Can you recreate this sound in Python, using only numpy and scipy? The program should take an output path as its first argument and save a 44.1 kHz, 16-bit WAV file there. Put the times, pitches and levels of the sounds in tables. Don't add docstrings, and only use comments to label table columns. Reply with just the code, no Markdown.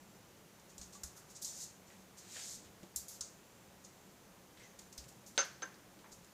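import sys
import numpy as np
from scipy import signal
from scipy.fft import rfft, irfft, next_fast_len
from scipy.io import wavfile

SR = 44100
rng = np.random.default_rng(int(sys.argv[2]) if len(sys.argv) > 2 else 0)


def bounce(signal):
    frames = np.transpose(np.atleast_2d(signal))
    limited = np.clip(frames, -1, 1)
    pcm = np.round(limited * 32767).astype(np.int16)
    wavfile.write(sys.argv[1], SR, pcm)


def undo_db(level):
    steps = np.asarray(level, float) / 20
    return 10 ** steps


N = 279163

# pitch_hz, level_db (per Hz)
FAN_AIR = [(15, -56), (25, -20.5), (113, -8.5), (144, -9), (183, -7.5), (253, -12.5), (350, -10),
           (458, -12.5), (553, -13), (600, -14.5), (898, -15), (1060, -17.5), (4280, -26), (7540, -29),
           (15600, -32)]
FAN_AIR_DB = -61.5
# pitch_hz, width_hz, level_db (rms)
FAN_HUMS = [(190, 16.3, -69.5), (550, 14, -78), (6380, 1400, -73), (13000, 4400, -79.5)]
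# pitch_hz, level_db (rms)
LAMP_WHINE = [(7320, -84), (7600, -89)]
# start_s, end_s
LAMP_ON = [(-.1, .23), (3.36, 3.68), (3.9, 4.2)]
LAMP_FADE_S = 0.11
# t60_s, level_db
ROOM_TAILS = [
    (0.35, -12.5),
    (0.26, -14),
    (0.17, -11.5),
]
# pitch_hz, width_hz, level_db
BRIGHT_PORT = [(6900, 1380, 21.5), (4220, 5700, 12.5), (8000, 2000, 11)]

# start_s, peak_db, pitch_hz, t60_s
THUMPS = [(0.549, -74, 72.7, 0.2), (0.79, -55, 60, 0.35), (1.037, -48, 66, 0.21), (1.446, -76, 108, 0.2),
          (2.525, -67, 91.5, 0.2), (2.659, -60, 85, 0.14), (2.804, -63, 106, 0.16), (2.964, -54, 67.3, 0.2),
          (3.203, -60, 75.4, 0.2), (4.593, -61.5, 108, 0.22), (4.981, -51, 63.6, 0.28),
          (6.119, -66, 37.7, 0.2)]
# start_s, peak_db, pitch_hz, t60_s
DULL_KNOCKS = [(.953, -54.5, 1155, 0.11), (2.57, -54, 224, 0.087), (2.828, -50.5, 190, 0.12),
               (2.835, -50.5, 345, 0.082)]
# start_s, level_db (rms), pitch_hz, t60_s
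PANEL_ANSWERS = [(1.034, -58, 1450, 0.11), (1.151, -67.5, 1280, 0.92), (1.9, -64.5, 1950, .4),
                 (2.358, -55, 1660, 0.14), (2.36, -58.5, 550, 0.22), (2.601, -64.5, 300, .9),
                 (2.83, -56, 600, 0.15), (3.21, -59, 1190, 0.09), (4.979, -50, 5030, 0.17),
                 (5.05, -61, 120, .3), (5.501, -62, 130, 0.48), (5.62, -63, 294, 0.64),
                 (5.741, -63, 4500, 0.09), (5.97, -62, 270, .33), (6.04, -56.5, 870, 0.18),
                 (6.041, -63, 1790, .2)]
PANEL_Q = 1.8
# start_s, level_db (rms), pitch_hz
CLAW_RINGS = [(1.035, -54, 10400), (1.42, -59, 13800), (2.961, -41.5, 7400), (2.96, -48, 11500),
              (2.96, -50, 9900), (3.083, -56, 10500), (3.208, -47, 6800), (3.208, -45, 6250)]
CLAW_Q, CLAW_T60_S = 16, 0.13
# start_s, level_db (rms), pitch_hz
SQUEAKS = [
    (4.598, -60, 1985),
    (4.632, -62.5, 6230),
]
SQUEAK_Q, SQUEAK_T60_S = 5.5, 0.45

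# start_s, peak_db, crack_db (re peak), clatter_db (re peak), clatter_t60_s
KNOCKS = [
    (5.378, -19, 3, -12, 0.18),
    (5.621, -33.5, -2.5, -6, 0.072),
]
# pitch_hz, one row per knock
MODE_HZ = [
    (546, 985, 1355, 1515, 2160, 2704, 4597, 6193, 6267),
    (520, 1044, 1351, 1545, 1590, 1780, 6230, 6270),
]
# level_db, t60_s
FIRST_MODES = [(-24.5, 0.13), (-30.5, 0.13), (-22, 0.076), (-20.5, 0.23), (-30, 0.2), (-29, 0.088),
               (-28, 0.085), (-23, 0.096), (-11, 0.06)]
SECOND_MODES = [(-18.5, 0.07), (-25, 0.16), (-20.5, 0.075), (-19, 0.24), (-16.5, 0.18), (-22, .1),
                (-14, 0.035), (-17.5, 0.09)]
# pitch_hz, level_db (per Hz)
FIRST_CLATTER = [(120, -54), (250, -10.5), (540, -4), (1090, -1), (1540, 5.5), (2200, -3.5), (3940, -5.5),
                 (5800, -2), (6800, -4.5), (7500, -15.5), (9500, -25.5), (12000, -44), (22000, -100)]
SECOND_CLATTER = [(150, -45), (400, 0), (1000, -6), (1600, 3.5), (2300, -6.5), (4000, -13), (6300, -11),
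                  (7500, -16), (12000, -59), (22000, -100)]
SWELL_S = 0.0028
HIGH_MODE_HZ = 6000
LOW_TAIL_DB, HIGH_TAIL_DB, MODE_TAIL_T60_S = -17, -15, 0.38

# start_s, peak_db, top_band_db (sharpness), middle_band_db (pad share)
CLAW_TAPS = [(0.597, -56, -18, -20), (0.781, -39, -15, -19), (0.814, -38, -24, -17),
             (1.035, -30.5, -11, -26), (1.447, -32, -27, -33), (2.8308, -52.5, -20, -1.5),
             (2.9605, -26, -5.5, -40), (3.083, -39, -4, -26), (3.2093, -26.5, -21, -26),
             (4.572, -58.5, -18, 6), (4.597, -54, -19, -6), (4.9267, -44, -13, -18), (4.978, -38, -12, -14),
             (5.041, -50, -14, -8), (5.1242, -57, -20, -16), (5.2629, -49, -19, -26),
             (5.9894, -58.5, -15, 1.5), (6.2457, -54, -13, -17)]
TAP_RISE_S = 0.0011
TAP_T60_S, TAP_SHORTER_PER_DB = 0.048, 0.02
# start_s, peak_db, top_band_db, middle_band_db, rise_s
PAD_BRUSHES = [(.705, -53.5, -16, -17, 0.021), (1.177, -48.5, -7, -25, .024),
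               (1.31, -49.5, -13, -26, 0.027), (1.366, -42, -22, -34, 0.02), (1.429, -35, -8, -41, 0.016),
               (2.188, -45.5, -14, -20, 0.022), (3.85, -46, -23, -42, 0.014),
               (4.794, -42, -11, -13, 0.0071), (5.089, -46.5, -9, -18, 0.0095),
               (5.362, -51.5, -23, -12, .012), (5.455, -48.5, -6, -8, .011),
               (6.128, -45.5, -14, -37, 0.017)]
BRUSH_DECAY_PER_RISE = 4.2
# start_s, hold_s, rub_db, top_band_db, middle_band_db
SKIDS = [(0.817, .025, -54.5, -14, -18), (0.92, .04, -51, -15, -14), (1.865, 0.17, -61.5, -15, -11),
         (2.96, .02, -47.5, -1, -20), (3.085, 0.075, -49.5, -6, -22), (4.6, 0.075, -67, -12, 3),
         (5.262, 0.022, -53.5, -6, -25)]
SKID_ATTACK_S, SKID_SAG_DB_PER_S, SKID_RELEASE_DB_PER_S = 0.01, 60, 400
# time_s, pressure_db, pad_share (0 claw tip, 1 flat pad)
DRAGS = [
    [(1.44, -43.5, 0), (1.528, -53, .35), (1.642, -45, .15), (1.675, -73, .3), (1.72, -66, .5)],
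    [(2.2, -68, 0.8), (2.25, -63.5, 0.83), (2.326, -51, .55), (2.366, -49, 0.82), (2.514, -47.5, 0.36),
     (2.552, -48.5, 0.1), (2.6, -73, 0.85), (2.68, -65, 0.96)],
]
DRAG_TOP_DB, CLAW_MIDDLE_DB, PAD_MIDDLE_DB = -13.5, -29.5, 1

CUTOFF_HZ = 15540
# centre_s, pitch_hz
UNMATCHED_BANDS = [(.16, 5800), (.23, 4950), (.37, 9000), (.555, 6300), (1.275, 6950), (1.275, 10350),
                   (1.507, 6650), (1.507, 13100), (1.878, 6300), (2.435, 5200), (2.435, 11700),
                   (2.482, 8300), (3.736, 9000), (4.872, 6650), (4.872, 13800), (6.29, 5250), (6.29, 7600)]
UNMATCHED_HALF_WIDTH_HZ = 700


def rms_one(x):
    return x / np.sqrt(np.mean(x ** 2) + 1e-20)


def band(x, low_hz, high_hz, order=2):
    return signal.sosfilt(signal.butter(order, [low_hz, high_hz], "band", fs=SR, output="sos"), x)


def resonance(x, hz, width_hz):
    r = np.exp(-np.pi * width_hz / SR)
    poles = [1, -2 * r * np.cos(2 * np.pi * hz / SR), r * r]
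    return signal.lfilter((1 - r * r) / 2 * np.array([1, 0, -1]), poles, x)


def ring(clicks, hz, t60):
    r, w = undo_db(-60 / (t60 * SR)), 2 * np.pi * hz / SR
    return signal.lfilter([0, np.sin(w)], [1, -2 * r * np.cos(w), r * r], clicks + 1e-18)


def coloured(spectrum, size):
    hz, db = np.transpose(spectrum)
    axis = np.arange(size // 2 + 1) * SR / size + 1
    gain = undo_db(np.interp(np.log(axis), np.log(hz), db))
    return rms_one(irfft(rfft(rng.standard_normal(size)) * gain, size))


def fan():
    t = np.arange(N) / SR
    air = undo_db(FAN_AIR_DB) * coloured(FAN_AIR, next_fast_len(N))[:N]
    hums = sum(undo_db(db) * rms_one(resonance(rng.standard_normal(N), hz, width))
               for hz, width, db in FAN_HUMS)
    whine = sum(undo_db(db + 7) * np.sin(2 * np.pi * hz * t) for hz, db in LAMP_WHINE)
    lamp_on = sum(np.clip(np.minimum(t - start, end - t) / LAMP_FADE_S + 0.5, 0, 1)
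                  for start, end in LAMP_ON)
    return air + hums + whine * lamp_on


def room(force):
    tails = []
    for f, (t60, db) in zip(force, ROOM_TAILS):
        r = undo_db(-120 / (t60 * SR))
        power = signal.lfilter([1 - r], [1, -r], f ** 2 + 1e-18)
        tails.append(undo_db(db + 10.0) * np.sqrt(power))
    return tails


def thumps():
    out = np.zeros(N)
    for s, db, hz, t60 in list(THUMPS) + list(DULL_KNOCKS):
        push = np.hanning(int(0.4 * SR / hz) + 3)
        clicks = np.zeros(SR // 2)
        clicks[:len(push)] = undo_db(db + 2.0) * push / push.sum()
        start = round(s * SR)
        out[start:start + SR // 2] += ring(clicks, hz, max(t60, 0.01))[:N - start]
    return out


def hollows():
    out, size = np.zeros(N), SR // 3
    t = np.arange(size) / SR
    claws = [(s, db, hz, hz / CLAW_Q, CLAW_T60_S) for s, db, hz in CLAW_RINGS]
    panel = [(s, db, hz, hz / PANEL_Q, t60) for s, db, hz, t60 in PANEL_ANSWERS]
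    squeaks = [(s, db, hz, hz / SQUEAK_Q, SQUEAK_T60_S) for s, db, hz in SQUEAKS]
    for s, db, hz, width, t60 in claws + panel + squeaks:
        tone = rms_one(resonance(resonance(rng.standard_normal(size), hz, width), hz, width))
        envelope = undo_db(db - 60 * t / t60) * np.minimum(t / 0.0014, 1)
        start = round(s * SR)
        out[start:start + size] += (envelope * tone)[:N - start]
    return out


def object_modes(t, pitches, modes):
    body = 0
    for hz, (db, t60) in zip(pitches, modes):
        drift = rng.standard_normal(len(t) + 2000)
        waver = signal.lfilter([1], [1, -1.988, .988036], drift)[2000:]
        level = undo_db(db + 3.3 * rms_one(waver))
        direct = undo_db(-60 * np.maximum(t - 0.02, 0) / t60)
        tail_db = HIGH_TAIL_DB if hz > HIGH_MODE_HZ else LOW_TAIL_DB
        tail = undo_db(tail_db - 60 * t / MODE_TAIL_T60_S)
        body = body + level * (direct + tail) * np.sin(2 * np.pi * hz * t + 6 * rng.random())
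    return body


def knocks():
    out, size = np.zeros(N), SR // 2
    t = np.arange(size) / SR
    swell = 1 - np.exp(-t / SWELL_S)
    sounds = zip(KNOCKS, MODE_HZ, (FIRST_MODES, SECOND_MODES), (FIRST_CLATTER, SECOND_CLATTER))
    for (s, db, crack_db, clatter_db, t60), pitches, modes, colour in sounds:
        blow = (t == 0) * undo_db(crack_db)
        snap = ring(blow, 3940, 0.0029)
        snap = snap + undo_db(-7.5) * ring(blow, 7700, 0.0036)
        snap = snap + undo_db(-19) * ring(blow, 547, 0.027)
        crack = -undo_db(3.0) * band(snap, 310, 7300)
        fade = undo_db(clatter_db - 60 * t / t60) + undo_db(clatter_db - 14.5 - 60 * t / 0.61)
        clatter = coloured(colour, size) * fade
        body = object_modes(t, pitches, modes)
        start = round(s * SR)
        out[start:start + size] += undo_db(db) * (crack + (clatter + body) * swell)[:N - start]
    return out


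def three_bands(x):
    bright = sum(undo_db(db) * resonance(x, hz, width) * (-1) ** k
                 for k, (hz, width, db) in enumerate(BRIGHT_PORT))
    main = band(bright, 3720, 9080, order=3)
    top = resonance(band(x, 9500, 14600), 11500, 6000)
    middle = band(x, 1400, 4300)
    return [rms_one(v) for v in (main, top, middle)]


def contact(s, rise, decay):
    t = np.arange(SR // 4) / SR
    rise, decay = max(rise, 2e-4), max(decay, 2e-3)
    shape = np.minimum(t / rise, 1) * undo_db(-60 * np.maximum(t - rise, 0) / decay)
    start = round((s - rise) * SR)
    return start, shape[:N - start]


def touches(force):
    taps = [(*row, TAP_RISE_S, TAP_T60_S * (1 - TAP_SHORTER_PER_DB * (row[1] + 40)))
            for row in CLAW_TAPS]
    brushes = [(*row, BRUSH_DECAY_PER_RISE * row[-1]) for row in PAD_BRUSHES]
    for s, db, top_db, middle_db, rise, decay in taps + brushes:
        start, shape = contact(s, rise, decay)
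        levels_db = np.array([[db], [db + top_db + 1.5], [db + middle_db]])
        force[:, start:start + len(shape)] += undo_db(levels_db - 8.5) * shape


def strokes(force):
    t = np.arange(N) / SR
    for s, hold, db, top_db, middle_db in SKIDS:
        age = np.maximum(t - s, 0)
        fall_db = SKID_SAG_DB_PER_S * age + SKID_RELEASE_DB_PER_S * np.maximum(age - hold, 0)
        levels_db = np.array([[db], [db + top_db], [db + middle_db]])
        force += undo_db(levels_db - 6.0) * np.minimum(age / SKID_ATTACK_S, 1) * undo_db(-fall_db)
    for rows in DRAGS:
        s, db, pad = np.transpose(rows)
        edges = np.clip(np.minimum(t - s[0], s[-1] - t) / SKID_ATTACK_S, 0, 1)
        rub = edges * undo_db(np.interp(t, s, db) - 3.0)
        middle_db = CLAW_MIDDLE_DB + (PAD_MIDDLE_DB - CLAW_MIDDLE_DB) * np.interp(t, s, pad)
        force += [rub, rub * undo_db(DRAG_TOP_DB), rub * undo_db(middle_db)]


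def paws():
    force = np.zeros((3, N))
    touches(force)
    strokes(force)
    grip = rms_one(band(rng.standard_normal(N), 38, 510))
    slips = rng.standard_normal(N) * undo_db(2.0 * rng.exponential(1, N) + 1.6 * grip)
    direct = sum(f * layer for f, layer in zip(force, three_bands(slips)))
    diffuse_noise = three_bands(rng.standard_normal(N))
    diffuse = sum(f * layer for f, layer in zip(room(force), diffuse_noise))
    return direct + diffuse


def scene():
    mono = fan() + thumps() + hollows() + knocks() + paws()
    return np.stack([mono, mono])


def top_cut(x):
    return signal.sosfilt(signal.butter(12, 16310, fs=SR, output="sos"), x)


def record(dry):
    cut = signal.sosfilt(signal.ellip(10, 0.3, 60, CUTOFF_HZ, fs=SR, output="sos"), dry)
    side = undo_db(-100) * rms_one(band(rng.standard_normal(N), 20, 70))
    size = 2048
    for s, hz in UNMATCHED_BANDS:
        low_hz, high_hz = hz - UNMATCHED_HALF_WIDTH_HZ, hz + UNMATCHED_HALF_WIDTH_HZ
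        start = round(s * SR) - size // 2
        level = np.std(band(cut[0, start:start + size], low_hz, high_hz, order=4))
        noise = rms_one(band(rng.standard_normal(size), low_hz, high_hz, order=8))
        side[start:start + size] += undo_db(-2.0) * level * noise * np.hanning(size)
    return top_cut(cut + side * [[1], [-1]])


dry = scene()
out = record(dry)
bounce(out)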